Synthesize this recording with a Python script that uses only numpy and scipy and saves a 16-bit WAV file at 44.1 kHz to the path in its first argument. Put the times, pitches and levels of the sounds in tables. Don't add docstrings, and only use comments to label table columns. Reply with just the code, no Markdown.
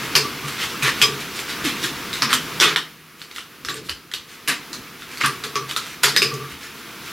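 import sys
import numpy as np
from scipy import signal
from scipy.fft import rfft, irfft, next_fast_len
from scipy.io import wavfile
from scipy.ndimage import uniform_filter1d, minimum_filter1d

SR = 44100
rng = np.random.default_rng(int(sys.argv[2]) if len(sys.argv) > 2 else 0)


def how_loud(loudness_db):
    steps = np.asarray(loudness_db, float) / 20
    return 10 ** steps


def log_audio(samples):
    frames = np.atleast_2d(samples).T
    limited = np.clip(frames, -1, 1)
    pcm = np.round(limited * 32767).astype(np.int16)
    wavfile.write(sys.argv[1], SR, pcm)


N = 313986
LIFE = 15000


def unit(x):
    return x / np.sqrt(np.mean(x ** 2) + 1e-20)


def along(points, hz):
    f, v = np.transpose(points)
    return np.interp(np.log(hz + 1), np.log(f + 1), v)


def curve(rows):
    s, value = np.transpose(rows)
    return np.interp(np.arange(N) / SR, s, value)


def filtered(x, response):
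    size = next_fast_len(x.shape[-1] + 4096)
    spectrum = rfft(x, size) * response(np.fft.rfftfreq(size, 1 / SR))
    return irfft(spectrum, size)[..., :x.shape[-1]]


def causal(gain):
    cepstrum = irfft(np.log(gain + 1e-6))
    half = len(cepstrum) // 2
    cepstrum[1:half] *= 2
    cepstrum[half + 1:] = 0
    return np.exp(rfft(cepstrum, len(cepstrum)))


def patchy(shape, patchy_db, t60=None):
    hz, t, z = signal.stft(rng.standard_normal(shape), SR, nperseg=256)
    field = rng.standard_normal(z.shape[-2:])
    field = uniform_filter1d(field, size=3, axis=0)
    field = uniform_filter1d(field, size=12, axis=1)
    fade_db = 0 if t60 is None else -60 * t / along(t60, hz)[:, None]
    noise = signal.istft(z * how_loud(patchy_db * unit(field) + fade_db), SR, nperseg=256)[1]
    return noise[..., :shape[-1]]


def add(track, s, sound):
    part = track[:, max(round(s * SR), 0):][:, :sound.shape[-1]]
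    part += sound[..., :part.shape[-1]]


def card(x, bends_hz, treble_db, bump_db, sharp):
    # (frequency [Hz], level [dB per Hz])
    paper = [(60, -40), (260, -12), (450, -6.5), (563, -15.5), (759, -13.5), (1300, -1.5), (3230, -2.5),
             (3640, -1), (4050, -2), (4230, -1), (5380, -2), (11500, -6.5), (14600, -9.5), (16000, -31)]
    f = np.fft.rfftfreq(LIFE, 1 / SR)
    humps_db = sum(bump_db * np.exp(-(sharp * np.log((f + 1) / hz)) ** 2) for hz in bends_hz)
    shelf_db = (treble_db + 8.5) / (1 + (5000 / (f + 1)) ** 3)
    return irfft(rfft(x) * causal(how_loud(along(paper, f) + humps_db + shelf_db)), LIFE)


def in_room(dry, spread, room_db):
    # (frequency [Hz], t60 [s])
    room_t60 = [(500, 0.29), (2000, 0.24), (5000, 0.28), (10000, 0.21), (16000, 0.17)]
    # (time [s], level [dB])
    walls = [(.0045, -1), (.008, -5), (.012, -6), (.0167, -10), (.024, -4)]
    t = np.arange(LIFE) / SR
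    tail = patchy((2, LIFE), patchy_db=2, t60=room_t60) * np.clip((t - 0.003) / 0.0044, 0, 1)
    tail *= 1 + 0.25 * np.exp(-t / 0.013)
    tail /= np.linalg.norm(tail[0])
    for s, db in walls:
        at = round((s + rng.normal(0, 0.0007)) * SR)
        tail[:, at] += how_loud(db - 10.5) * rng.choice([-1, 1], size=2)
    wet = signal.fftconvolve(spread[None], tail, axes=1)[:, :LIFE]
    return dry * [[1], [-0.4]] + how_loud(room_db) * wet


def snaps():
    # (time [s], peak level [dB], low bend [Hz], high bend [Hz])
    flicks = [
        (0.4824, -18, 1200, 2990),
        (1.0257, -6, 4000, 5240),
        (3.7423, -18, 2770, 8500),
        (5.2603, -5, 1610, 9400),
        (6.1724, -8, 4400, 6700),
        (6.3394, -20, 1140, 6400),
    ]
    ticks = [
        (1.0153, 5, 2420, 3280),
        (3.2163, -17.5, 3070, 4630),
        (3.3126, -24, 2270, 3820),
        (3.361, -18.5, 1880, 3490),
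        (3.6485, -13.5, 1420, 5140),
        (3.8938, -9.5, 3000, 4540),
        (4.1148, -20.5, 1650, 3800),
        (4.1371, -11, 3020, 4130),
        (5.7105, -13.5, 1250, 3650),
        (6.1629, -1, 1770, 3850),
    ]
    edges = [
        (4.7304, -15.5, 4050, 6300),
        (0.1526, 3.5, 2730, 4960),
        (1.3906, -14, 1960, 3180),
        (2.1295, -12.5, 1900, 3800),
        (2.3289, 1, 1030, 3200),
        (2.6, -1, 3220, 5600),
        (5.1724, -17.5, 2150, 4430),
        (5.438, -14, 1420, 3870),
        (5.7628, -6.5, 1270, 3480),
        (6.219, 0.5, 2450, 4900),
    ]
    pats = [
        (2.2205, -0.5, 1090, 5300),
        (2.7601, -1, 1890, 3150),
        (3.382, -18, 1400, 2940),
        (3.6856, -11.5, 1700, 3970),
        (5.021, -23.5, 1380, 3500),
        (5.2113, -7.5, 1320, 2100),
        (5.237, -9.5, 1194, 2840),
        (5.5553, -9, 1130, 5700),
        (6.0425, -0.5, 2150, 3180),
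    ]
    flops = [
        (4.476, -8, 1650, 2550),
        (1.8332, -15, 1680, 3500),
        (0.4744, -24, 1030, 3580),
        (0.824, -10, 1400, 2500),
        (1.2, -28, 2500, 3630),
        (1.2, -28, 1450, 4220),
        (1.2, -26, 1700, 2500),
        (1.6424, -15, 1700, 3900),
        (6.0326, -10, 1700, 5200),
    ]
    # (events, treble [dB], room [dB])
    kinds = [(flicks, -4.5, -10.5), (ticks, -15, -6), (edges, -13, -3.5), (pats, -23, -4), (flops, -10.5, 3.6)]
    out, t = np.zeros((2, N)), np.arange(LIFE) / SR
    for rows, treble_db, room_db in kinds:
        for s, peak_db, low_hz, high_hz in rows:
            burst = rng.standard_normal(LIFE) * np.exp(-t / 0.0019) * (1 - np.exp(-t / 0.00032))
            pulse = np.roll(t == 0, 12) * np.linalg.norm(burst)
            bends_hz = (low_hz, high_hz)
            click = card(burst + 0.43 * pulse, bends_hz, treble_db - 4, bump_db=10.5, sharp=4.7)
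            spread = card(0.3 * burst + pulse, bends_hz, treble_db, bump_db=8.5, sharp=7)
            level = how_loud(peak_db) / np.abs(click).max()
            add(out, s + 0.00024, level * in_room(click, spread, room_db + 6))
    return out


def slides():
    # (time of loudest moment [s], rms level [dB], card pitch [Hz], length [s])
    draws = [(0.04, -31, 2500, 0.084), (0.14, -15.5, 1200, 0.0043), (0.633, -18.5, 3160, 0.051),
             (0.716, -28.5, 2500, .038), (.878, -11.5, 2360, 0.038), (1, -25.5, 2500, 0.046),
             (1.366, -25, 4000, 0.03), (1.508, -19, 3300, 0.024), (1.85, -26, 3650, 0.07),
             (2.297, -14.5, 1150, 0.0063), (2.311, -24, 1100, .0045), (2.315, -12.5, 1930, 0.017),
             (3.7, -26, 3900, 0.019), (3.867, -34.5, 4000, 0.023), (5.022, -36, 2520, 0.039),
             (5.137, -32, 2500, 0.056), (5.21, -18, 1300, .0065), (5.442, -17, 1500, 0.0047),
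             (5.699, -23.5, 3500, 0.014), (5.898, -32, 2500, 0.11), (6.156, -23.5, 1700, 0.014),
             (6.519, -32, 2480, 0.03), (6.781, -38, 3500, 0.033), (7.099, -32.5, 2500, 0.062)]
    # (time of loudest moment [s], rms level [dB], card pitch [Hz], length [s])
    skids = [(.48, -28.5, 2500, 0.089), (0.846, -17, 1400, 0.03), (1.661, -16, 2830, 0.04),
             (2.163, -24, 2960, 0.032), (2.619, -5, 3660, .024), (2.655, -16, 1520, 0.056),
             (3.201, -40.5, 2500, .053), (3.365, -34, 3500, 0.048), (3.76, -30.5, 2500, 0.022),
             (3.891, -23.5, 1450, 0.0092), (4.303, -37, 2430, 0.058), (4.33, -62, 5800, 0.017),
             (4.501, -15.5, 2090, 0.025), (5.243, -11, 1680, 0.022), (6.037, -5, 9600, 0.0099),
             (6.062, -14.5, 4500, 0.037), (6.627, -32.5, 2440, 0.056)]
    quick_side = 0.45
    strokes = [(s, db, hz, length, quick_side * length) for s, db, hz, length in draws]
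    strokes += [(s, db, hz, quick_side * length, length) for s, db, hz, length in skids]
    out = np.zeros((2, N))
    for s, db, hz, rise_s, fall_s in strokes:
        treble_db = -29 - 0.37 * db + 6.5 * np.log2(hz / 2500)
        t = np.arange(LIFE) / SR - min(0.12, s)
        stroke = np.exp(-(t / np.where(t < 0, rise_s, fall_s)) ** 2)
        catch_db = 4 * unit(uniform_filter1d(rng.standard_normal(LIFE), size=60))
        grains = rng.standard_normal(LIFE) * how_loud(catch_db)
        rub = unit(card(grains, [hz], treble_db, bump_db=4, sharp=3.4))
        rub = how_loud(db - 7.5) * stroke * rub
        add(out, s + t[0], in_room(rub, rub, room_db=0.0))
    return out


def knocks():
    # (frequency [Hz], 0 = set by the place pressed; width [Hz], t60 [s])
    parts = [
        (139.6, 6.5, 0.32),
        (0, 32.5, 0.34),
        (1162, 37, 0.28),
        (5020, 79, 0.17),
    ]
    # (time [s], panel level [dB], boards pitch [Hz], boards level [dB])
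    presses = [(0.015, -28, 241, -36), (0.154, -27, 414, -23), (0.18, -20.5, 426, -22),
               (0.248, -34, 252, -26.5), (0.441, -27, 403, -36), (0.826, -20.5, 372, -36),
               (0.857, -26, 330, -28), (1.024, -23.5, 423, -18.5), (1.088, -27, 428, -28.5),
               (1.644, -28, 321, -21.5), (1.669, -32, 246, -24), (1.836, -30.5, 326, -29.5),
               (2.224, -30, 234, -24), (2.331, -32, 250.5, -24), (2.613, -39, 330, -22.5),
               (2.657, -34, 416, -23.5), (3.687, -37, 347, -33.5), (3.748, -39, 430, -31.5),
               (4.477, -34.5, 288, -28), (4.49, -45, 700, -35), (5.235, -23.5, 293, -26),
               (5.277, -29, 394, -31.5), (5.44, -35.5, 426, -28.5), (5.556, -33, 414, -25),
               (5.611, -27, 450, -36), (6.042, -26, 414, -23), (6.218, -39, 396, -24),
               (6.248, -25, 453, -27), (6.329, -27, 415, -25), (6.404, -28.5, 439, -34)]
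    # (time [s], level [dB])
    dish = [(0.153, -19.5), (0.248, -27), (0.442, -26.5), (0.826, -24), (1.026, -17), (1.088, -31),
            (1.644, -26), (2.612, -21), (2.657, -30), (3.688, -28), (4.475, -24), (5.235, -15),
            (5.438, -34), (5.556, -16.5), (6.041, -24), (6.219, -23), (6.314, -23.5), (6.394, -26),
            (6.43, -34)]
    # (time [s], level [dB])
    glass = [
        (0.153, -13),
        (1.016, -9),
        (1.028, -8.5),
        (2.33, -29),
        (2.612, -22),
        (5.556, -29),
        (6.17, -10.5),
        (6.22, -14),
        (6.249, -18),
        (6.339, -32),
    ]
    panel = [(s, db) for s, db, *_ in presses]
    boards = [(s, db, hz) for s, _, hz, db in presses]
    out, t = np.zeros((2, N)), np.arange(LIFE) / SR
    for blows, (own_hz, width_hz, t60_s) in zip([panel, boards, dish, glass], parts):
        for s, db, *place_hz in blows:
            hz = own_hz or place_hz[0]
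            fade = how_loud(-60 * t / t60_s) * (1 - np.exp(-t / 0.003))
            drift = np.cumsum(rng.standard_normal(LIFE)) * np.sqrt(2 * np.pi * width_hz / SR)
            beat = uniform_filter1d(rng.standard_normal(LIFE), size=int(SR / (width_hz + 20)))
            ring = how_loud(db + 2.5 * unit(beat)) * np.sin(2 * np.pi * hz * t + drift)
            ring = filtered(ring, lambda f: 1 / (1 + ((f - hz) / (2 * width_hz)) ** 4))
            add(out, s, fade * ring * [[1], [0.3]])
    return out


def thumps():
    # (time [s], level [dB])
    rests = [
        (0.999, -47),
        (1.129, -48),
        (3.349, -61),
        (3.646, -46),
        (3.89, -42),
        (4.135, -50),
        (5.249, -47),
        (6.519, -46),
    ]
    t60_s = 0.37
    out, t = np.zeros((2, N)), np.arange(LIFE) / SR
    for s, db in rests:
        noise = rng.standard_normal(LIFE)
        push = unit(filtered(noise, lambda f: np.exp(-(np.log((f + 1) / 68) / 0.32) ** 2)))
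        add(out, s, how_loud(db - 60 * t / t60_s) * (1 - np.exp(-t / 0.0093)) * push * [[1], [0.3]])
    return out


def hiss():
    # (time [s], level [dB])
    ride = [(0.0, -29.5), (0.44, -32.5), (0.97, -30), (1.37, -33.5), (1.66, -30), (2.34, -33), (2.7, -30.5),
            (2.83, -42), (3.01, -47.5), (3.65, -45), (4.14, -48.5), (4.7, -39.5), (5.04, -42),
            (5.31, -36.5), (6.0, -40.5), (6.3, -35), (6.6, -40.5), (7.12, -36.5)]
    # (time [s], level [dB])
    motor = [
        (2.3, -75),
        (2.4, -40.5),
        (2.8, -40.5),
        (2.9, -52),
        (3.2, -52.5),
        (3.3, -63),
    ]
    # (frequency [Hz], level [dB per Hz])
    air_hz_db = [(280, -9.5), (480, -3.5), (536, -18.5), (668, -6.5), (784, -10.5), (865, -6), (1200, 0),
                 (1430, -1), (1870, -3.5), (2310, -2.5), (5650, -11), (8160, -18), (9000, -23),
                 (11700, -37), (19800, -120)]
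    rumble_hz_db = [(18, -60), (30, -18), (91, -10), (145, -2.5), (180, -3.5), (237, -2), (363, -4),
                    (445, -8.5), (520, -10.5), (680, -27), (1140, -120)]
    fizz_hz_db = [(5060, -33), (8600, 1), (9740, 11), (15100, 10), (16000, 6), (16200, -18)]
    # (time [s], lift [dB], length [s])
    sleeve = [
        (3.803, 11, 0.19),
        (4.147, 2.5, 0.049),
        (4.78, 6.5, 0.065),
        (6.19, 6.5, 0.15),
    ]

    def layer(spectrum, patchy_db):
        return unit(filtered(patchy((2, N), patchy_db), lambda f: how_loud(along(spectrum, f))))

    t = np.arange(N) / SR
    db = curve(ride)
    sleeve_db = sum(lift_db * np.exp(-((t - s) / length) ** 2) for s, lift_db, length in sleeve)
    air = layer(air_hz_db, patchy_db=0.8)
    rumble = how_loud(-6.5 + sleeve_db) * layer(rumble_hz_db, patchy_db=0)
    fizz_db = -10.5 + (0.78 - 1) * (db - db.mean())
    fizz = how_loud(fizz_db) * layer(fizz_hz_db, patchy_db=0)
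    hum = how_loud(curve(motor)) * np.sin(2 * np.pi * 158 * t) * [[1], [0]]
    return how_loud(db) * (air + rumble + fizz) + hum


def scene():
    # (frequency [Hz], side minus mid [dB])
    width = [(60, -6.5), (95, -15), (150, -21.5), (240, -21.5), (380, -25.5), (600, -19.5), (950, -29),
             (1500, -26), (2380, -20.5), (3770, -18), (5980, -9.5), (9470, -10.5), (15000, -33)]
    mid, side = snaps() + slides() + knocks() + thumps() + hiss()
    side = filtered(side, lambda f: how_loud(along(width, f)))
    return np.array([mid + side, mid - side])


def band_limit(x):
    return signal.sosfilt(signal.butter(12, 16340, fs=SR, output="sos"), x)


def record(dry):
    # (time [s], level [dB])
    duck = [
        (2.7535, 0),
        (2.757, -14),
        (2.7598, -14),
        (2.7605, 0),
    ]
    low_cut_hz, top_hz = 21.4, 16300
    mix = filtered(dry, lambda f: (f < top_hz) * f ** 2 / (f ** 2 + low_cut_hz ** 2))
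    mix = mix * how_loud(curve(duck))
    need = np.minimum(1, 0.99 / (np.abs(mix).max(axis=0) + 1e-9))
    gain = uniform_filter1d(minimum_filter1d(need, size=61), size=31)
    return band_limit(mix * gain)


dry = scene()
out = record(dry)
log_audio(out)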